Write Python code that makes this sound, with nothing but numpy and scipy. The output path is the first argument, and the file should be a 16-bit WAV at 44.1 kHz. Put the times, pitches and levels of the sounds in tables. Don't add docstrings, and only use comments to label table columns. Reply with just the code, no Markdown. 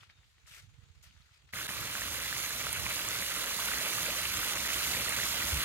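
import sys
import numpy as np
from scipy import signal
from scipy.fft import rfft, irfft, next_fast_len
from scipy.io import wavfile
from scipy.ndimage import uniform_filter1d

SR = 44100
rng = np.random.default_rng(int(sys.argv[2]) if len(sys.argv) > 2 else 0)


def to_wav(sig):
    pcm = np.clip(np.atleast_2d(sig), -1, 1) * 32767
    pcm = np.round(pcm).astype(np.int16)
    wavfile.write(sys.argv[1], SR, pcm.T)


def boost_factor(decibels):
    exponent = np.asarray(decibels, float) / 20
    return 10 ** exponent


N = 248724
T = np.arange(N) / SR
CUT_S = 1.524
SURGE_DB, SURGE_PER_S = 0.76, 9.0
HOP = 16


def evened(x):
    return x / np.sqrt(np.mean(x ** 2) + 1e-20)


def read(points, hz):
    f, value = np.transpose(points)
    return np.interp(np.log(hz + 1), np.log(f + 1), value)


def curves(rows):
    s, *columns = np.transpose(rows)
    return [np.interp(T, s, c) for c in columns]


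def colour(x, gain):
    size = next_fast_len(N + 4096)
    hz = np.fft.rfftfreq(size, 1 / SR)
    return irfft(rfft(x, size) * gain(hz), size)[..., :N]


def below(corner_hz, order):
    return lambda hz: 1 / (1 + (hz / corner_hz) ** order)


def above(corner_hz, order):
    return lambda hz: 1 / (1 + (corner_hz / (hz + 1)) ** order)


def panned(x, pan_db):
    return np.array([x * boost_factor(pan_db / 2), x * boost_factor(-pan_db / 2)])


def wander(per_s):
    t = T[::64]
    paces = per_s * np.geomspace(0.1, 1, num=12)
    drift = sum(np.sin(2 * np.pi * (f * t + rng.random())) for f in paces)
    return np.interp(T, t, evened(drift))


def strokes(rows, attack, release_db):
    (s, hold, db, extra), t = np.transpose(rows)[:, :, None], T[::HOP]
    fall_db = release_db * np.maximum(t - s - attack - hold, 0)
    return np.clip((t - s) / attack, 0, 1) * boost_factor(db - fall_db), extra


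def together(parts, rest):
    level = np.sqrt((parts ** 2).sum(-2) + rest ** 2)
    return uniform_filter1d(np.repeat(level, HOP, axis=-1), size=HOP, axis=-1)[..., :N]


def hiss(same, patchy_db, flicker_db):
    frames, hz = N // 64 + 9, np.fft.rfftfreq(256, 1 / SR)
    a, b, c, d, patches = rng.standard_normal((frames, 129, 5)).T
    patches = uniform_filter1d(patches, size=5, axis=0)
    patches = evened(uniform_filter1d(patches, size=30, axis=1))
    flicker = evened(uniform_filter1d(rng.standard_normal(frames), size=6))
    like = np.clip(read(same, hz), 0, 1)[:, None]
    right = a + 1j * b
    left = like * right + np.sqrt(1 - like ** 2) * (c + 1j * d)
    z = np.array([left, right]) * boost_factor(patchy_db * patches + flicker_db * flicker)
    return evened(signal.istft(z, nperseg=256, noverlap=192)[1][:, :N])


def bubble(hz, cycles, glide, lag=0.):
    t = np.arange(int(SR * (3 * cycles / hz + .001))) / SR
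    u = np.maximum(t - lag, 0) * hz / cycles
    envelope = 1.43 * (1 - np.exp(-6.5 * u)) * np.exp(-2.8 * u)
    return envelope * np.sin(2 * np.pi * cycles * (u + glide * u ** 2 / 2))


def patter(per_s, spread_db, lo_hz, hi_hz, cycles, level, count=36):
    size_db = spread_db * np.minimum(rng.exponential(1, N), 3.8)
    size = boost_factor(size_db) * (rng.random(N) < per_s / SR)
    kind, chance = rng.integers(0, count, N), rng.random((count, 3))
    out = np.zeros((2, N))
    for k, hz in enumerate(np.geomspace(lo_hz, hi_hz, count)):
        ring, glide, bearing = cycles * (.5 + chance[k, 0]), 0.46 * chance[k, 1], 5e-5 * chance[k, 2]
        pair = np.array([bubble(hz, ring, glide, bearing), bubble(hz, ring, glide, 2.5e-5)])
        pair *= boost_factor(read(level, hz)) * np.sqrt(hz) / np.linalg.norm(pair[1])
        out += signal.oaconvolve(size[None] * (kind == k), pair, axes=1)[:, :N]
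    return evened(out)


def knocks(rows, turns, glide, trim_db, lag, longer=0):
    out = np.zeros((2, N + SR))
    for s, peak_db, hz, pan_db in rows:
        cycles = turns * max(hz / 2500, 1) ** longer
        left = boost_factor(pan_db / 2) * bubble(hz, cycles, glide, lag)
        right = boost_factor(-pan_db / 2) * bubble(hz, cycles, glide)
        at = round(s * SR)
        out[:, at:at + len(left)] += boost_factor(peak_db + trim_db) * np.array([left, right])
    return out[:, :N]


def fountain():
    return spray_bed() + near_drops()


def slaps(per_s, spread_db, decay_s, db):
    size_db = db + spread_db * np.minimum(rng.exponential(1, N), 4)
    size = boost_factor(size_db) * (rng.random(N) < per_s / SR)
    return 1 + signal.lfilter([1], [1, -np.exp(-1 / (decay_s * SR))], size)


def falling_water():
    # Hz, left-right likeness 0 to 1.
    likeness = [(300, 0.95), (1400, 0.71), (2000, 0.92), (4300, 0.44), (6500, 0.45), (8000, 0), (9300, 0),
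                (10500, 0), (12000, 0.75), (13700, 0.13)]
    # Hz, level of the drops in dB.
    drop_sizes = [(400, -10), (900, 3.5), (1800, -2.5), (3500, -8.5), (7000, -3), (12000, -10)]
    water = hiss(likeness, patchy_db=1.01, flicker_db=0.63)
    water = evened(water * slaps(per_s=150, spread_db=3.0, decay_s=.001, db=-10))
    water = water + boost_factor(-6.5) * patter(2400, 2.73, 412, 11400, 5.05, drop_sizes, count=28)
    impacts = patter(500, 3.8, 1480, 9000, 0.96, [(1200, 1.0), (9000, -2.5)], count=8)
    ringing = patter(260, 2.5, 520, 2600, 10., [(500, -2.), (2600, 0.)], count=16)
    return water + boost_factor(-15.5) * impacts + boost_factor(-15) * ringing


def at_ports(water, lag_s):
    # Hz, gain in dB.
    left_port = [(250, -10), (420, -7.5), (580, -8), (800, -14), (1300, -6.5), (2300, -2.5), (4000, -3.5),
                 (5400, -9), (6900, -11.5), (8000, -14.5), (10000, -13), (12000, -6.5), (13900, -13),
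                 (15000, -12)]
    right_port = [(250, -8), (420, -9.5), (580, -5.5), (800, -12), (1300, -5), (1900, -2), (4000, -0.5),
                  (5400, -4.5), (6900, -2), (8200, -7.5), (9400, -2), (11000, -6.5), (12600, -2.5),
                  (14000, -11)]
    # echo delay in seconds, share of the direct sound, low Hz, high Hz.
    hand_echo = [
        (.00154, -0.24, 1250, 4460),
        (.00156, 0.29, 1060, 2360),
    ]

    def late(hz, s):
        return np.exp(-2j * np.pi * hz * s)

    def echo(hz, s, share, lo_hz, hi_hz):
        return 1 + share * late(hz, s) * below(hi_hz, 6)(hz) * above(lo_hz, 6)(hz)

    left = colour(water[0], lambda hz: boost_factor(read(left_port, hz)) * late(hz, lag_s) * echo(hz, *hand_echo[0]))
    right = colour(water[1], lambda hz: boost_factor(read(right_port, hz)) * echo(hz, *hand_echo[1]))
    return np.array([left, right])


def spray_bed():
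    # time in seconds, splash level in dB.
    splash_level = [(1.53, -45), (1.8, -43.5), (2.3, -42), (3.1, -40.5), (3.8, -39), (4.3, -39),
                    (4.9, -38.5), (5.3, -38.5), (5.64, -38)]
    level_db = curves(splash_level)[0]
    bright_db = -0.4 + SURGE_DB * wander(SURGE_PER_S)
    churn_db = -10.5 + 1.02 * SURGE_DB * wander(SURGE_PER_S)
    water = at_ports(falling_water(), lag_s=9.9e-5)
    churn = colour(water, below(950, 6))
    spray = colour(water, above(5000, 4))
    churned = colour(boost_factor(churn_db + 10.0) * churn, above(150, 4))
    water = water - churn + churned + (boost_factor(bright_db + 0.86) - 1) * spray
    water = boost_factor(level_db + 6.0) * evened(water)
    body = colour(water, lambda hz: below(2700, 6)(hz) * above(1150, 6)(hz))
    first_db = 3.5 * np.exp(-abs(T - CUT_S) / .3)
    clump_db = 1.3 * wander(45.)
    return water + (boost_factor(clump_db - .3 + first_db) - 1) * body


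def near_drops():
    # time in seconds, peak in dB, bubble Hz, left over right in dB.
    large = [(1.535, -22.5, 2000, 8), (1.69, -22.5, 1800, -0.5), (1.952, -22.5, 1580, 0),
             (2.018, -25.5, 1700, -1), (2.326, -20.5, 1670, -1), (2.365, -24, 2060, 3),
             (2.667, -23.5, 1400, 0), (2.864, -18, 2180, 0), (3.154, -28.5, 1360, -6),
             (3.223, -23, 1950, -4), (3.365, -27.5, 1340, -2.0), (3.715, -21.5, 1500, 0),
             (3.735, -21, 1920, -2), (3.758, -28, 1950, -2.0), (4.063, -26, 2380, 1),
             (4.104, -21.5, 2500, -5), (4.253, -18.5, 2770, 0), (4.316, -28, 2310, -9),
             (4.43, -23, 1490, -1.5), (4.57, -23.5, 2040, 0), (4.65, -22, 1800, -1), (4.845, -28, 2620, 8),
             (4.948, -21, 1780, -3), (5.083, -21.5, 1930, -2.0), (5.122, -21.5, 1900, -6),
             (5.187, -21.5, 1500, -2), (5.199, -21, 1900, -4), (5.232, -18.5, 2020, -2),
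             (5.404, -25, 2330, 0), (5.424, -20.5, 2010, -3)]
    middling = [(1.6125, -30, 1470, -1.0), (1.7806, -30, 2230, -1.5), (2.2523, -32, 1890, -1.5),
                (2.4618, -28, 2110, -1.0), (2.505, -28.5, 1540, -1.5), (2.6127, -25.5, 2140, -1.5),
                (2.7082, -34, 1400, -2.0), (2.7506, -29, 2080, -3), (2.7834, -32, 2000, -2.0),
                (2.835, -38, 2150, -1.0), (2.9013, -33, 1400, -1.5), (2.9876, -37, 1360, -2.5),
                (3.4405, -28, 1930, -2.0), (3.509, -32.5, 1090, -2.5), (3.6731, -34, 2290, -1.5),
                (3.7755, -28, 1830, -5), (3.864, -31, 1470, -1.5), (4.6684, -28, 1840, -2.0),
                (4.6882, -28, 1840, -1.0), (4.702, -24, 2070, -2.0), (4.7416, -22, 2830, -0.5),
                (4.789, -24.5, 2170, -1.0), (4.8753, -25.5, 2060, -2.0), (4.969, -23, 2240, -5),
                (4.998, -21, 2610, 2), (5.061, -29, 1300, -3), (5.163, -23, 2170, -1.0),
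                (5.4605, -31, 2060, -1.5), (5.5135, -32, 1980, -1.5)]
    # time in seconds, peak in dB, Hz, left over right in dB.
    ticks = [(1.5344, -29, 11700, -2.0), (1.6875, -25, 10400, -6.0), (1.8124, -21, 12400, -6.5),
             (2.0108, -21, 6920, -7.0), (2.2258, -19, 9000, -9.5), (2.7297, -13, 10000, -13),
             (3.088, -16, 6980, -11), (3.3408, -25, 8860, -11), (3.3622, -20, 9300, -12),
             (3.5677, -22, 9800, -1), (4.372, -16.5, 7080, -4), (5.093, -18, 9500, -21),
             (5.3442, -23, 9030, -3)]
    flecks = [(1.7374, -28, 12300, -6.5), (2.8974, -23, 9170, -6.5), (3.1876, -26, 5960, -9),
              (3.2141, -25, 9830, -6.0), (3.3822, -24, 9170, -6.5), (3.742, -22, 6550, -9),
              (4.6264, -27, 11600, -5.5), (4.6574, -29, 11900, -6.0), (4.736, -21, 7000, -10),
              (4.9934, -21, 11900, -6.0), (5.1264, -28, 12000, -5.0), (5.5228, -27, 6830, -10)]
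    # time in seconds, peak in dB, Hz, left over right in dB.
    glugs = [(2.179, -41, 550, -3), (2.862, -27.5, 1000, -3), (3.588, -27.5, 1010, -1),
             (3.808, -34, 620, 0), (3.862, -33.5, 596, -3), (4.083, -29, 552, -1.5),
             (4.186, -37.5, 625, -5), (5.336, -37, 696, -1.0), (5.484, -36, 620, -1)]
    lag_s = 9.9e-5
    plops = knocks(large, 4.9, 0.052, 0.61, lag_s) + knocks(middling, 5.6, .1, 2.5, lag_s)
    plops = plops + knocks(large + middling, 1.1, 0.53, -7.0, lag_s)
    plops = np.roll(plops, 44, 1) + 0.08 * np.roll(plops, 114, 1)
    faint = np.roll(knocks(flecks, 5.0, .04, 2.3, lag_s), 30, 1)
    sharp = knocks(ticks, 5.2, 0.038, 0.54, lag_s)
    slow = knocks(glugs * np.array([1, 1, .88, 1]), 14, .5, -3, lag_s)
    return plops + faint + sharp + slow


def steps():
    # start in seconds, hold in seconds, level in dB, brightness in dB.
    scuff_rows = [(-.015, 0.038, -62.5, -12), (.02, 0.012, -61, -18), (.088, .005, -61, -19),
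                  (.168, .005, -69, -21), (.226, .003, -70, -13), (.26, .06, -83, 4),
                  (.462, 0.028, -60.5, -2), (.5, 0.06, -56, -4), (.56, .03, -58.5, -4.5),
                  (.61, .015, -67.5, -9), (.815, .01, -72, -14), (.94, .005, -69, -10),
                  (1.021, .008, -61, -0.5), (1.04, .02, -62.5, -16), (1.07, 0.29, -70, -12),
                  (1.33, .015, -71, -8), (1.48, .01, -66, -14)]
    # Hz, left over right in dB.
    grass = [(180, -62), (300, -33), (372, -19), (446, -23), (622, -15.5), (746, -17), (810, -18),
             (1090, -15), (1330, -4), (1550, -8), (2260, -6), (4390, -7.5), (6640, -6.5), (12700, -13),
             (15700, -23)]
    grass_pan = [(60, -9.5), (150, -3.5), (380, 0), (950, 3), (2380, 5.5), (5980, 0), (15000, 7)]
    # time in seconds, peak in dB, Hz, left over right in dB.
    snaps = [(0.0094, -45.5, 3190, 6), (0.0278, -48, 1940, 4.0), (0.0328, -47, 1260, 4),
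             (0.0985, -46, 2090, 7), (0.2324, -57, 1960, 4), (0.382, -56, 1900, 6), (0.4609, -52, 2240, 10),
             (0.6234, -52, 6870, -1.5), (0.7994, -61, 3110, 0.0), (1.0287, -52, 7000, -2),
             (1.1097, -52, 2650, 1.5), (1.1647, -56, 1680, 2.5), (1.1807, -57, 1500, 2.0),
             (1.3774, -60, 8000, -2), (1.491, -52, 1810, 6)]
    stems = [(0.4743, -52, 1670, 7), (0.5214, -50, 2450, 3.5), (0.5294, -47, 2550, 3.5),
             (0.5374, -42, 2430, 5.0), (0.5454, -52, 2260, 2.0), (0.5646, -46, 2300, 3.0),
             (0.5814, -53, 2180, 2.0), (1.043, -58, 1850, 2.0), (1.0594, -56, 1730, 1.5),
             (1.2221, -51, 3890, 1.0), (1.292, -58, 1390, 2.5), (1.3474, -53, 4850, 0.0),
             (1.4521, -61, 2590, 0.5)]
    rest_db, rest_bright_db = -76, -8.5
    scuffs, bright_db = strokes(scuff_rows, attack=0.012, release_db=390)
    body = together(scuffs, boost_factor(rest_db))
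    edge = together(scuffs * boost_factor(bright_db), boost_factor(rest_db + rest_bright_db))
    blades = hiss([(300, 0.63), (4000, 0.13), (9000, 0.09)], patchy_db=1.4, flicker_db=1.6)
    blades = blades + boost_factor(-10.0) * patter(2500, 5.2, 1480, 14600, 1.8, [(800, 3), (14000, 2)], count=12)
    blades = colour(blades, lambda hz: panned(boost_factor(read(grass, hz)), read(grass_pan, hz)))
    blades[1] = np.roll(blades[1], 6)
    low = colour(blades, below(5200, 8))
    rustle = boost_factor(0.5) * (body * evened(low) + edge * evened(blades - low))
    cracks = knocks(snaps, 3.2, .05, 4, 0., longer=1) + knocks(stems, 5.5, .05, 2.5, 0.)
    return rustle + np.roll(cracks, 16, 1)


def wind(rows, lull, shape, lumpy_db, same, size):
    # Hz, dB per Hz.
    buffet = [(12, -50), (20, -13), (34, 4), (92, 1), (140, -4), (201, -21), (311, -29), (344, -33),
              (400, -41), (520, -69), (880, -120)]
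    lull_db, lull_pan_db = lull
    level = together(panned(*strokes(rows, *shape)), panned(boost_factor([lull_db]), lull_pan_db))
    lumps = evened(uniform_filter1d(rng.standard_normal((2, N)), size=900, axis=1))
    swing = rng.standard_normal((2, N)) * boost_factor(lumpy_db * lumps)
    swing = colour(swing, lambda hz: boost_factor(read(buffet, hz)))
    swing[0] = same * swing[1] + (1 - same) * swing[0]
    swing = swing / np.sqrt(uniform_filter1d(swing ** 2, size=size, axis=1) + 1e-20)
    return swing * level * boost_factor(4.5)


def pump():
    # Hz, dB per Hz.
    rumble = [(21, -37), (35, 4.5), (65, 4), (96, -1.5), (118, 2.5), (141, -5.5), (177, -2.5), (260, -8.5),
              (340, -7.5), (570, -120)]
    # motor order in Hz, level in dB.
    orders = [(58, -60.5), (116, -63.5), (172, -68)]
    wash = hiss([(20, 1.0), (150, 1.0), (300, 0.97)], patchy_db=1.5, flicker_db=1.6)
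    wash = colour(wash, lambda hz: boost_factor(read(rumble, hz)))
    waver = evened(uniform_filter1d(rng.standard_normal((len(orders), N)), size=6000, axis=1))
    hum = 0
    for (hz, db), w in zip(orders, waver):
        hum = hum + boost_factor(db) * np.sin(2 * np.pi * np.cumsum(hz + 2.92 * w) / SR)
    level_db = -55 + 1.62 * (T - CUT_S) - wander(SURGE_PER_S)
    return boost_factor(level_db) * evened(wash) + np.sqrt(2) * hum


def park():
    # Hz, dB per Hz.
    air_colour = [(120, -33), (200, -11.5), (408, -10.5), (455, -9), (546, -14), (878, -9.5), (4220, -7),
                  (5350, -17), (6790, -9.5), (12200, -34), (15700, -25)]
    # start in seconds, length in seconds, Hz, end Hz, level in dB, waver in Hz.
    birds = [
        (0.093, 0.14, 3720, 3660, -72, 5),
        (.73, 0.32, 462, 463, -84, 9),
        (1.31, 0.12, 4950, 4700, -77, 60),
    ]
    air = hiss([(200, 0.7), (2000, 0.047)], patchy_db=2.0, flicker_db=2.4)
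    air = colour(air, lambda hz: boost_factor(read(air_colour, hz)))
    out = boost_factor(-71.5) * evened(air)
    for s, length, hz, end_hz, db, waver_hz in birds:
        u = np.clip((T - s) / length, 0, 1)
        waver = evened(uniform_filter1d(rng.standard_normal((2, N)), size=500, axis=1))
        pitch = hz + (end_hz - hz) * u + waver_hz * waver[0]
        loudness = boost_factor(db + 1.3 * waver[1]) * np.sin(np.pi * u ** 0.5) ** 0.3
        out = out + loudness * np.sin(2 * np.pi * np.cumsum(pitch) / SR)
    return out


def scene():
    # start in seconds, hold in seconds, level in dB, left over right in dB.
    breeze = [(-.02, .01, -74, -13), (.035, .01, -68, -14), (.16, .01, -68, -8), (.41, .02, -68, -2),
              (.5, .01, -62, -10), (.59, .03, -59.5, -9), (.66, 0.21, -65, -14.5), (.92, .03, -66, -14),
              (.99, 0.19, -71.5, -22), (1.42, .02, -67, -5)]
    pond_breeze = [(1.55, 0.13, -66, -10), (1.72, 0.08, -57, -13), (1.9, 0.18, -66, -12),
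                   (2.07, .1, -64.5, -15), (2.2, 0.13, -69, -12), (2.63, 0.071, -56, -4),
                   (2.76, 0.08, -51, -13)]
    gust = [
        (5.51, 0.034, -37, 0.2),
    ]
    # time in seconds, peak in dB, Hz, left over right in dB.
    thump = [
        (5.518, -24, 56, -1),
    ]
    # time in seconds, half width in seconds, level in dB.
    dips = [
        (1.675, 0.0035, -16.5),
        (4.681, 0.003, -5),
        (5.16, 0.0015, -16),
    ]
    puff_shape = (0.03, 440)
    pond_on = np.clip((T - CUT_S) / 0.018, 0, 1)
    dip_gain = boost_factor(sum(db * np.exp(-((T - s) / width) ** 4) for s, width, db in dips))
    willow = steps() + park() + wind(breeze, (-71.5, -5), puff_shape, 7.2, 0.22, size=2500)
    pond = fountain() + pump()
    pond = pond + wind(gust, (-68, 0.), (0.023, 650), 0.53, 0.77, size=700)
    pond = pond + wind(pond_breeze, (-80, -6), puff_shape, 3.0, 0.091, size=2500)
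    pond = pond + knocks(thump, 3.4, .05, 0., 0.)
    return willow * (1 - pond_on) + pond * pond_on * dip_gain


def starved(x, under_db):
    mid_side = np.array([x[0] + x[1], x[0] - x[1]]) / 2
    hz, _, z = signal.stft(mid_side, SR, nperseg=1024)
    local = uniform_filter1d(abs(z) ** 2, size=5, axis=1)
    local = uniform_filter1d(local, size=2, axis=2)
    usual = uniform_filter1d(local.mean(0), size=31, axis=0)
    in_band = ((hz > 3200) & (hz < 5900))[:, None]
    weak = (local < usual * boost_factor(2 * under_db)) & in_band
    weak = weak | np.roll(weak, 2, axis=1)
    weak = weak | np.roll(weak, 1, axis=2)
    mid, side = signal.istft(np.where(weak, 0 * z, z), SR, nperseg=1024)[1][:, :N]
    return np.array([mid + side, mid - side])


def band_limit(x):
    return signal.sosfilt(signal.butter(12, 15870, fs=SR, output="sos"), x)


def record(dry):
    bass_cut = signal.butter(5, 53, "high", fs=SR, output="sos")
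    heard = signal.sosfilt(bass_cut, dry)
    heard = colour(heard, below(15900, 200))
    heard = starved(heard, under_db=-6.8)
    return band_limit(heard)


dry = scene()
out = record(dry)
to_wav(out)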